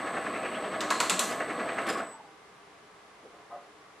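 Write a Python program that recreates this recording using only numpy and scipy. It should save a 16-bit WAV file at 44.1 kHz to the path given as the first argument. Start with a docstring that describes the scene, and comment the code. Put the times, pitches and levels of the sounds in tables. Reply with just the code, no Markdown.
"""First you hear a bottle-capping machine spinning about ten times a second: its gears rumble, loose
roller arms rattle once a turn, and the inverter (the motor's power supply) whines. Steel rollers strike
the cap five times, the head lifts with a scrape and the motor brakes. In the quiet workshop a fan keeps
running while a hand draws the bottle out of its plastic holder with a rub and a hollow pop."""
import sys
import numpy as np
from scipy import signal
from scipy.fft import rfft, irfft, next_fast_len
from scipy.io import wavfile
from scipy.ndimage import map_coordinates

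SR = 44100
rng = np.random.default_rng(int(sys.argv[2]) if len(sys.argv) > 2 else 0)


def to_wav(s):
    """Save 16-bit WAV."""
    ch = np.atleast_2d(s).T  # columns
    pcm = np.round(np.clip(ch, -1, 1) * 32767)  # PCM
    wavfile.write(sys.argv[1], SR, pcm.astype(np.int16))


N = 176400  # 4 seconds

# Roller hits on the cap: start_s, clang_db, clack_db, treble_db, sparkle_db
ROLLER_HITS = [(0.8068, -33, -31.5, -45, -45.5), (0.9044, -24.5, -27.5, -29.5, -47),
               (1.0023, -23.5, -25.5, -26.5, -38), (1.097, -28.5, -23.5, -23, -44),
               (1.193, -32.5, -25.5, -27.5, -27.5)]
# Tone colours of a hit's four parts, low to high: pitch_hz, relative_db
CLANG_COLOUR = [(40, -78), (300, -26), (750, -11), (1000, 0), (1130, 1.5), (1300, -0.5), (1600, -5.5),
                (2000, -8), (2800, -30), (5000, -45)]
CLACK_COLOUR = [(100, -68), (1000, -29), (2000, -0.5), (2700, 4), (3400, 2), (4200, 3), (4700, -0.5),
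                (5200, -2), (6200, -2.5), (7500, 2), (10000, -38)]
TREBLE_COLOUR = [(500, -86), (4000, -30.5), (6200, -18.5), (7000, -1.5), (7500, 1.5), (8000, 1.5),
                 (8400, -3), (9000, -9), (9700, -18), (10150, -11.5), (10600, -18), (12000, -21.5),
                 (14000, -44.5)]
SPARKLE_COLOUR = [(500, -94), (5000, -42), (5900, -0.5), (7500, -7.5), (8600, 4.5), (9300, 0), (9800, -8.5),
                  (11200, -13.5), (11700, -6), (12000, -1), (12300, -18), (13000, -16), (13800, -18),
                  (14300, -38), (16000, -43)]
# Ringing notes of the steel head: pitch_hz, width_hz, relative_db
HEAD_NOTES = [(3900, 70, -20), (4122, 14, -16), (4210, 18, -16), (4444, 40, -17), (6990, 40, -15),
              (7354, 14, -14), (7490, 24, -13), (7830, 40, -12)]
def roller_strikes():
    """Each strike is a tick, a short clatter and the long ring of the steel head."""
    clang, clack, treble, sparkle = np.zeros((4, N))
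    for start, clang_db, clack_db, treble_db, sparkle_db in ROLLER_HITS:
        clatter = burst(start, .00011, .00077, fade_s=.06) * grit(9000, spread_db=3)
        steel_tail = amp(-10.5) * burst(start, .0088, 0, fade_s=.47) * noise()
        blow = clatter + steel_tail
        blow[round(start * SR)] -= 7  # the tick of first contact
        clang += amp(clang_db) * burst(start, .0035, .0038, fade_s=.17) * noise()
        clack += amp(clack_db) * blow
        treble += amp(treble_db) * blow
        sparkle += amp(sparkle_db) * blow
    body = coloured(clang, CLANG_COLOUR) + coloured(clack, CLACK_COLOUR)
    shine = coloured(treble, TREBLE_COLOUR) + coloured(sparkle, SPARKLE_COLOUR)
    return body + shine + amp(-7) * ring(clack, HEAD_NOTES)

def thud(start_s=1.105, level_db=-42.5, pitch_hz=178):
    """The head bears down on the bottle with a low thud."""
    return amp(level_db) * burst(start_s, .036, .005, fade_s=.12) * tone(pitch_hz + 9 * wobble(39.67))

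# The rollers' run on the cap: start_s, rise_s, hold_s, fade_s
ROLL_TIMING = (.9, .015, .22, .35)
def rolling():
    """Between strikes the rollers run round the cap with a steely rasp."""
    rasp_notes = [(4150, 130, 0), (4370, 150, -1)]  # pitch_hz, width_hz, relative_db
    return ring(amp(-48.5) * burst(*ROLL_TIMING) * noise(), rasp_notes)

# Knocks of the roller arms: start_s, level_db
ARM_KNOCKS = [(-.012, -35), (.062, -36), (0.163, -32), (.26, -35), (0.355, -35), (0.448, -37), (.544, -44),
              (0.639, -41.5), (.735, -39.5), (.82, -39.5), (1.205, -36.5), (1.311, -44), (1.399, -32),
              (1.495, -33.5), (1.59, -33.5), (1.683, -32), (1.777, -28.5), (1.873, -31), (1.891, -36),
              (1.993, -40)]
# Their tone colour: pitch_hz, relative_db
ARM_COLOUR = [(40, -85), (150, -40.5), (400, -9.5), (700, 2.5), (900, -4.5), (1250, 5), (1750, 7.5),
              (2200, -0.5), (2800, -5), (3500, -28), (5000, -29.5), (6700, -24), (8500, -60), (13000, -84)]
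def arm_rattle():
    """The loose roller arms knock about once a turn and chatter briefly."""
    chatter = sum(amp(db) * burst(start, .0076, .0042, fade_s=.096) for start, db in ARM_KNOCKS)
    return coloured(chatter * grit(6000, spread_db=1.5), ARM_COLOUR)

# How hard the gears work: time_s, relative_db
GEAR_EFFORT = [(0, 1.5), (.5, 0), (.75, 0.5), (1.1, 0.5), (1.4, 0), (1.8, 1), (1.91, 2), (1.95, 1),
               (2.0, -1.5), (2.08, -10.5), (2.2, -20), (2.4, -27)]
# Tone colour of the rumble: pitch_hz, relative_db
GEAR_COLOUR = [(24, -70), (45, -32), (100, -21), (150, -12.5), (210, -1.5), (330, -3), (440, -3),
               (583, -1.5), (650, 1), (860, -8.5), (1120, -4.5), (1380, -10), (1700, -12), (2400, -15.5),
               (3510, -21), (4540, -26.5), (4850, -32), (7000, -34.5), (9100, -77)]
# Ringing notes of the frame: pitch_hz, width_hz, level_db
FRAME_NOTES = [(226.5, 29, -57.5), (302, 22, -49), (423.4, 9.3, -52.5), (491, 17, -52), (552, 20, -56.5),
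               (628.7, 5.3, -47.5), (680, 11, -49), (781, 15, -49), (1030, 13, -54), (1109, 25, -45.5),
               (1280, 37, -46), (1493, 8.4, -52.5), (1633, 23, -53.5), (1686, 17, -53), (1755, 18, -52),
               (1972, 30, -51.5), (2170, 69, -53.5)]
def gears(turns):
    """Thousands of tiny tooth contacts rumble in the housing and ring the frame."""
    effort_db, = curves(GEAR_EFFORT)
    swell_db = 1.42 * np.cos(2 * np.pi * turns)  # once a turn
    force = amp(effort_db + .4 * wobble(70) + swell_db)
    rumble = amp(-38) * coloured(force * grit(4000, spread_db=2), GEAR_COLOUR)
    return rumble + ring(force * grit(3000, spread_db=2), FRAME_NOTES)

# Clunks in the gears: start_s, level_db, pitch_hz
GEAR_CLUNKS = [(1.66, -33.5, 700), (1.909, -31.5, 480), (1.955, -29.5, 1200), (2.002, -30, 1300),
               (2.019, -34.5, 650), (2.044, -44, 600)]
def gear_clunks():
    """The slack between the gears closes with short, dull knocks."""
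    return sum(amp(db) * burst(start, .0026, .0015, fade_s=.058) * tone(hz * (1 + .15 * wobble(700)))
               for start, db, hz in GEAR_CLUNKS)

# Falling note of the slowing gears: time_s, pitch_hz, level_db
SIGH_PATH = [(2.05, 1010, -62), (2.12, 950, -58), (2.16, 895, -49.5), (2.24, 814, -60), (2.29, 780, -60),
             (2.33, 770, -85)]
def gear_sigh():
    """The gears give one last wavering sigh as they slow down."""
    hz, db = curves(SIGH_PATH)
    return amp(db + 3.7 * wobble(59.77)) * tone(hz + 50 * wobble(190))

# Scrapes of the lifting head: start_s, rise_s, hold_s, grit_db, ring_db
HEAD_SCRAPES = [(1.2885, .001, .002, -41, -58), (1.309, .001, .014, -42, -56),
                (1.815, .001, .002, -51, -64), (1.865, .001, .01, -43, -56), (1.885, .003, .016, -37, -42),
                (1.926, .002, .014, -46, -54), (1.966, .008, .02, -51.5, -57)]
# Tone colour of the grit: pitch_hz, relative_db
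SCRAPE_COLOUR = [(100, -70), (800, -26), (2000, 7.5), (3200, 4), (4000, 4), (4600, 0), (4950, 1),
                 (5600, -5), (6500, -5), (7050, -6), (7500, -9), (9500, -3.5), (12500, -13), (13800, -28),
                 (14500, -46)]
# Notes of the scraped steel: pitch_hz, width_hz, relative_db
SCRAPE_NOTES = [(3810, 70, -11), (4980, 75, -4), (5200, 110, -7), (7130, 70, -6), (7470, 50, -9),
                (8300, 70, -6)]
def head_scrapes(fade_s=.065):
    """Steel catches and slides on steel as the head rises; the harder slides make it sing."""
    pressure, singing = np.zeros((2, N))
    for start, rise, hold, grit_db, ring_db in HEAD_SCRAPES:
        slide = burst(start, rise, hold, fade_s)
        pressure += amp(grit_db) * slide
        singing += amp(ring_db) * slide
    scratch = coloured(pressure * grit(2500, spread_db=3.5), SCRAPE_COLOUR)
    return scratch + ring(singing * noise(), SCRAPE_NOTES)

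# The spinning head brushing the cap: time_s, level_db, pitch_hz
BRUSH_PATH = [(.2, -60, 2218), (.28, -47.5, 2232), (.46, -48, 2464), (.555, -49.5, 2937),
              (.62, -56.5, 2930), (.76, -56.5, 3220), (.84, -83, 3200)]
def cap_brush(turns):
    """A dry rub pulses once a turn and rises in pitch as the head sinks over the cap."""
    db, hz = curves(BRUSH_PATH)
    rub = wobble(860) * tone(hz + 150 * wobble(200))  # fast wobbles blur the note into noise
    return amp(db + 6.5 * np.cos(2 * np.pi * turns)) * rub

# Notes around the switching pitch: full_speed_offset_hz, full_speed_db, stopped_db
WHINE_NOTES = [(-361, -72, -100), (-165, -73.5, -90), (-136, -75, -90), (-69, -60, -53), (-30, -73, -85),
               (0, -70, -78), (30, -71, -85), (68, -55.5, -69), (125, -76, -90), (135, -71, -90),
               (165, -79, -90), (205, -79, -90), (272, -77, -95), (290, -78, -95), (359, -63.5, -95)]
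# A thin, higher whistle at full speed: offset_hz, level_db
WHISTLE_NOTES = [(-464, -85), (-259, -85), (-173, -81), (-103, -85), (-33, -81), (100, -86), (170, -87)]
# Tone colour of the switching hiss: pitch_hz, relative_db
HISS_COLOUR = [(3000, -40), (4800, -24), (7400, -21), (7750, -13), (8020, -6), (8380, -11), (8550, -16),
               (9400, -17), (10800, -25), (11400, -25), (11950, -20), (12350, -24), (12600, -60)]
# The motor's high notes at full speed: pitch_hz, level_db
MOTOR_NOTES = [(3343, -73), (3677, -72), (3967, -70), (4258, -71), (4463, -66), (4533, -77)]
def inverter(speed, switching_hz=8000, whistle_hz=12000):
    """Fast switching makes whining notes that close in on one pitch as the motor brakes."""
    whine = np.zeros(N)
    for offset, running_db, stopped_db in WHINE_NOTES:
        level_db = stopped_db + (running_db - stopped_db) * speed + .6 * wobble(10)
        whine += amp(level_db) * tone(switching_hz + offset * speed)
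    whistle = sum(amp(db) * tone(whistle_hz + offset * speed) for offset, db in WHISTLE_NOTES)
    hiss = amp(-64.5) * coloured(noise(), HISS_COLOUR)
    motor = sum(amp(db + wobble(12.6)) * tone(hz * speed) for hz, db in MOTOR_NOTES)
    driving = on_until(2.185)
    holding_note = amp(-79) * (on_until(2.305) - driving) * tone(switching_hz)  # lingers a moment
    return (whine + np.sqrt(speed) * (whistle + hiss) + speed ** 2 * motor) * driving + holding_note

# The motor's low notes at full speed: pitch_hz, level_db
HUM_NOTES = [(69, -73.5), (120, -66.5)]
def motor_hum(speed):
    """The motor's hum sinks and fades as it slows."""
    return speed ** 2 * sum(amp(db + 3.3 * wobble(7.68)) * tone(hz * speed) for hz, db in HUM_NOTES)

# Rubs of the bottle: start_s, rise_s, hold_s, fade_s, slip_db, bump_db
BOTTLE_RUBS = [(3.219, 0.029, 0.014, 0.1, -66, -52.5), (3.32, 0.012, 0.024, 0.29, -54, -69),
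               (3.487, 0.028, 0.041, 0.24, -44.5, -57.5)]
# Ringing notes of the holder: pitch_hz, width_hz, relative_db
HOLDER_NOTES = [(576, 43, -3), (712.7, 11, -1), (800, 32, -11), (1039, 19, -4), (1125, 97, -9),
                (1252, 22, -6), (1460, 100, -13), (2020, 65, -18)]
# Tone colour of the nudged table: pitch_hz, relative_db
BUMP_COLOUR = [(80, -35), (240, 0.5), (450, 7.5), (800, -8), (2000, -24), (6000, -39), (12000, -74)]
def bottle_rubs():
    """Glass slips against the hollow plastic holder and nudges the table."""
    slip, push = np.zeros((2, N))
    for start, rise, hold, fade, slip_db, bump_db in BOTTLE_RUBS:
        rub = burst(start, rise, hold, fade)
        slip += amp(slip_db) * rub
        push += amp(bump_db) * rub
    holder = amp(-4) * ring(slip * grit(3000, spread_db=2.5), HOLDER_NOTES)
    return holder + coloured(push * noise(), BUMP_COLOUR)

# Notes of the emptied holder: pitch_hz, level_db, rise_s, fade_s
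POP_NOTES = [(578, -52.5, 0.015, 0.16), (710, -47.5, 0.033, 0.19), (798, -54.5, 0.018, 0.15),
             (1040, -51, 0.0068, 0.22), (1238, -56, 0.007, 0.18)]
def bottle_pop(start_s=3.501, hold_s=.036):
    """The bottle slips free and the hollow holder rings, its pitch unsteady as the opening clears."""
    return sum(amp(db) * burst(start_s, rise, hold_s, fade) * tone(hz * (1 + .022 * wobble(110)))
               for hz, db, rise, fade in POP_NOTES)

# Tone colour of the moving air: pitch_hz, relative_db
AIR_COLOUR = [(15, -61), (25, -26), (48, -18.5), (192, -10.5), (264, -20.5), (301, -4.5), (344, -15),
              (414, -2.5), (525, -12), (684, -13), (741, -9.5), (802, -12.5), (991, -7.5), (10700, -33.5),
              (14000, -53)]
# The fan's faint notes: pitch_hz, level_db
FAN_NOTES = [(425.3, -74.5), (689.1, -70.5), (786.0, -70), (1157, -69), (2067, -76)]
def fan():
    """A fan makes a steady rush of air with a few wavering notes."""
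    notes = sum(amp(db + 1.4 * wobble(7.8)) * tone(hz + 4 * wobble(27.92)) for hz, db in FAN_NOTES)
    return amp(-56.5 + .14 * wobble(6)) * coloured(noise(), AIR_COLOUR) + notes

# Time the echo takes to drop 60 dB: pitch_hz, fade_s
ECHO_FADES = [(150, 1), (1000, 0.38), (4000, 0.44), (12000, 0.23)]
def room_echo(x):
    """The workshop echoes, and low notes linger longest."""
    hz, t, spectrum = signal.stft(rng.standard_normal(SR * 3 // 4), SR, nperseg=256)
    fading = amp(-60 * t / along(ECHO_FADES, hz)[:, None])
    tail = signal.istft(spectrum * fading, SR, nperseg=256)[1]
    delayed_tail = np.pad(tail, (200, 0)) / np.linalg.norm(tail)
    return signal.fftconvolve(x, delayed_tail)[:N]

def amp(db):
    """Turn decibels into a volume multiplier."""
    return 10 ** (np.asarray(db) / 20)

def clock():
    """The time of every sample, in seconds."""
    return np.arange(N) / SR

def along(points, hz):
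    """Read a table of (pitch_hz, value) at any pitch, on a log scale."""
    pitches, values = np.transpose(points)
    return np.interp(np.log(hz + 1), np.log(pitches + 1), values)

def curves(rows):
    """Turn each column after the time into one value per sample."""
    times, *columns = np.transpose(rows)
    return [np.interp(clock(), times, column) for column in columns]

def burst(start_s, rise_s, hold_s, fade_s):
    """A volume shape that rises, holds, then drops 60 dB every fade_s."""
    t = clock() - start_s
    return np.clip(t / rise_s, 0, 1) * amp(-60 * np.maximum(t - rise_s - hold_s, 0) / fade_s)

def on_until(end_s, ramp_s=.045):
    """Full volume, then a quick ramp to silence at end_s."""
    return np.clip((end_s - clock()) / ramp_s, 0, 1)

def wobble(per_s):
    """A smooth curve through per_s random values a second."""
    return map_coordinates(rng.standard_normal(2048), [clock() * per_s], mode="wrap")

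def noise():
    """White noise, an even hiss."""
    return rng.standard_normal(N)

def grit(per_s, spread_db):
    """Tiny random clicks of uneven size, with average power 1."""
    clicks = (rng.random(N) < per_s / SR) * np.sign(noise()) * amp(spread_db * noise())
    return clicks / np.sqrt(np.mean(clicks ** 2) + 1e-20)

def tone(hz):
    """A pure note of average power 1 whose pitch can glide."""
    cycles = np.cumsum(hz + np.zeros(N)) / SR
    return np.sqrt(2) * np.sin(2 * np.pi * (cycles + rng.random()))

def filtered(x, response):
    """Multiply each frequency in x by response(hz)."""
    size = next_fast_len(N + SR)
    return irfft(rfft(x, size) * response(np.fft.rfftfreq(size, 1 / SR)), size)[..., :N]

def coloured(x, colour, size=8192):
    """Give x a tone colour; white noise keeps its overall power."""
    gains = amp(along(colour, np.fft.rfftfreq(size, 1 / SR)))
    cepstrum = irfft(np.log(gains + 1e-6))
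    # fold it so the filter never sounds before its input
    cepstrum[1:size // 2] *= 2
    cepstrum[size // 2 + 1:] = 0
    kernel = irfft(np.exp(rfft(cepstrum)))
    return signal.fftconvolve(x, kernel / np.linalg.norm(kernel))[:N]

def ring(x, notes):
    """Let x shake an object's own notes; narrower ones ring longer."""
    def response(f):
        total = 0
        for k, (hz, width, db) in enumerate(notes):
            gain = (-1) ** k * amp(db) * np.sqrt(SR / (np.pi * width))
            total += gain * 1j * f * width / (hz * hz - f * f + 1j * f * width)
        return total
    return filtered(x, response)

def bench(turns):
    """The knocks and rubs with their echo, plus the rumble and sigh of the gears."""
    contacts = arm_rattle() + gear_clunks() + cap_brush(turns)
    contacts += roller_strikes() + thud() + rolling() + head_scrapes()
    contacts += bottle_rubs() + bottle_pop()
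    return contacts + amp(-8.5) * room_echo(contacts) + gears(turns) + gear_sigh()

# The motor's supply, steady and then braking: time_s, drive_hz
MOTOR_DRIVE = [(0, 68.5), (1.875, 68.5), (2.18, 0)]
# Stereo width of the bench and the fan: pitch_hz, side_over_middle_db
BENCH_STEREO = [(60, -42), (250, -66), (1000, -33), (2000, -21), (4000, -13.5), (8000, -9), (12000, -5)]
FAN_STEREO = [(60, -17), (180, -12.5), (530, -7.5), (1580, -3.5), (4700, -1.5), (14000, 2)]
def scene(turn_hz=10.46, first_turn_s=.072, whine_pan_db=.4):
    """One motor speed drives the whine, the hum and the turning head."""
    drive_hz, = curves(MOTOR_DRIVE)
    speed = drive_hz / drive_hz.max()
    turns = turn_hz * (np.cumsum(speed) / SR - first_turn_s)
    middle = bench(turns) + motor_hum(speed) + fan()
    # the same sources with fresh randomness act as scattered sound, which adds width
    side = filtered(bench(turns), lambda hz: amp(along(BENCH_STEREO, hz)))
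    side += filtered(fan(), lambda hz: amp(along(FAN_STEREO, hz)))
    whine = inverter(speed)
    left = middle + side + amp(whine_pan_db) * whine
    right = middle - side + amp(-whine_pan_db) * whine
    return np.array([left, right])

def record(dry):
    """Cut away the very highest treble."""
    top_hz = 14600
    return filtered(dry, lambda hz: 1 / np.sqrt(1 + (hz / top_hz) ** 80))

dry = scene()
out = record(dry)
to_wav(out)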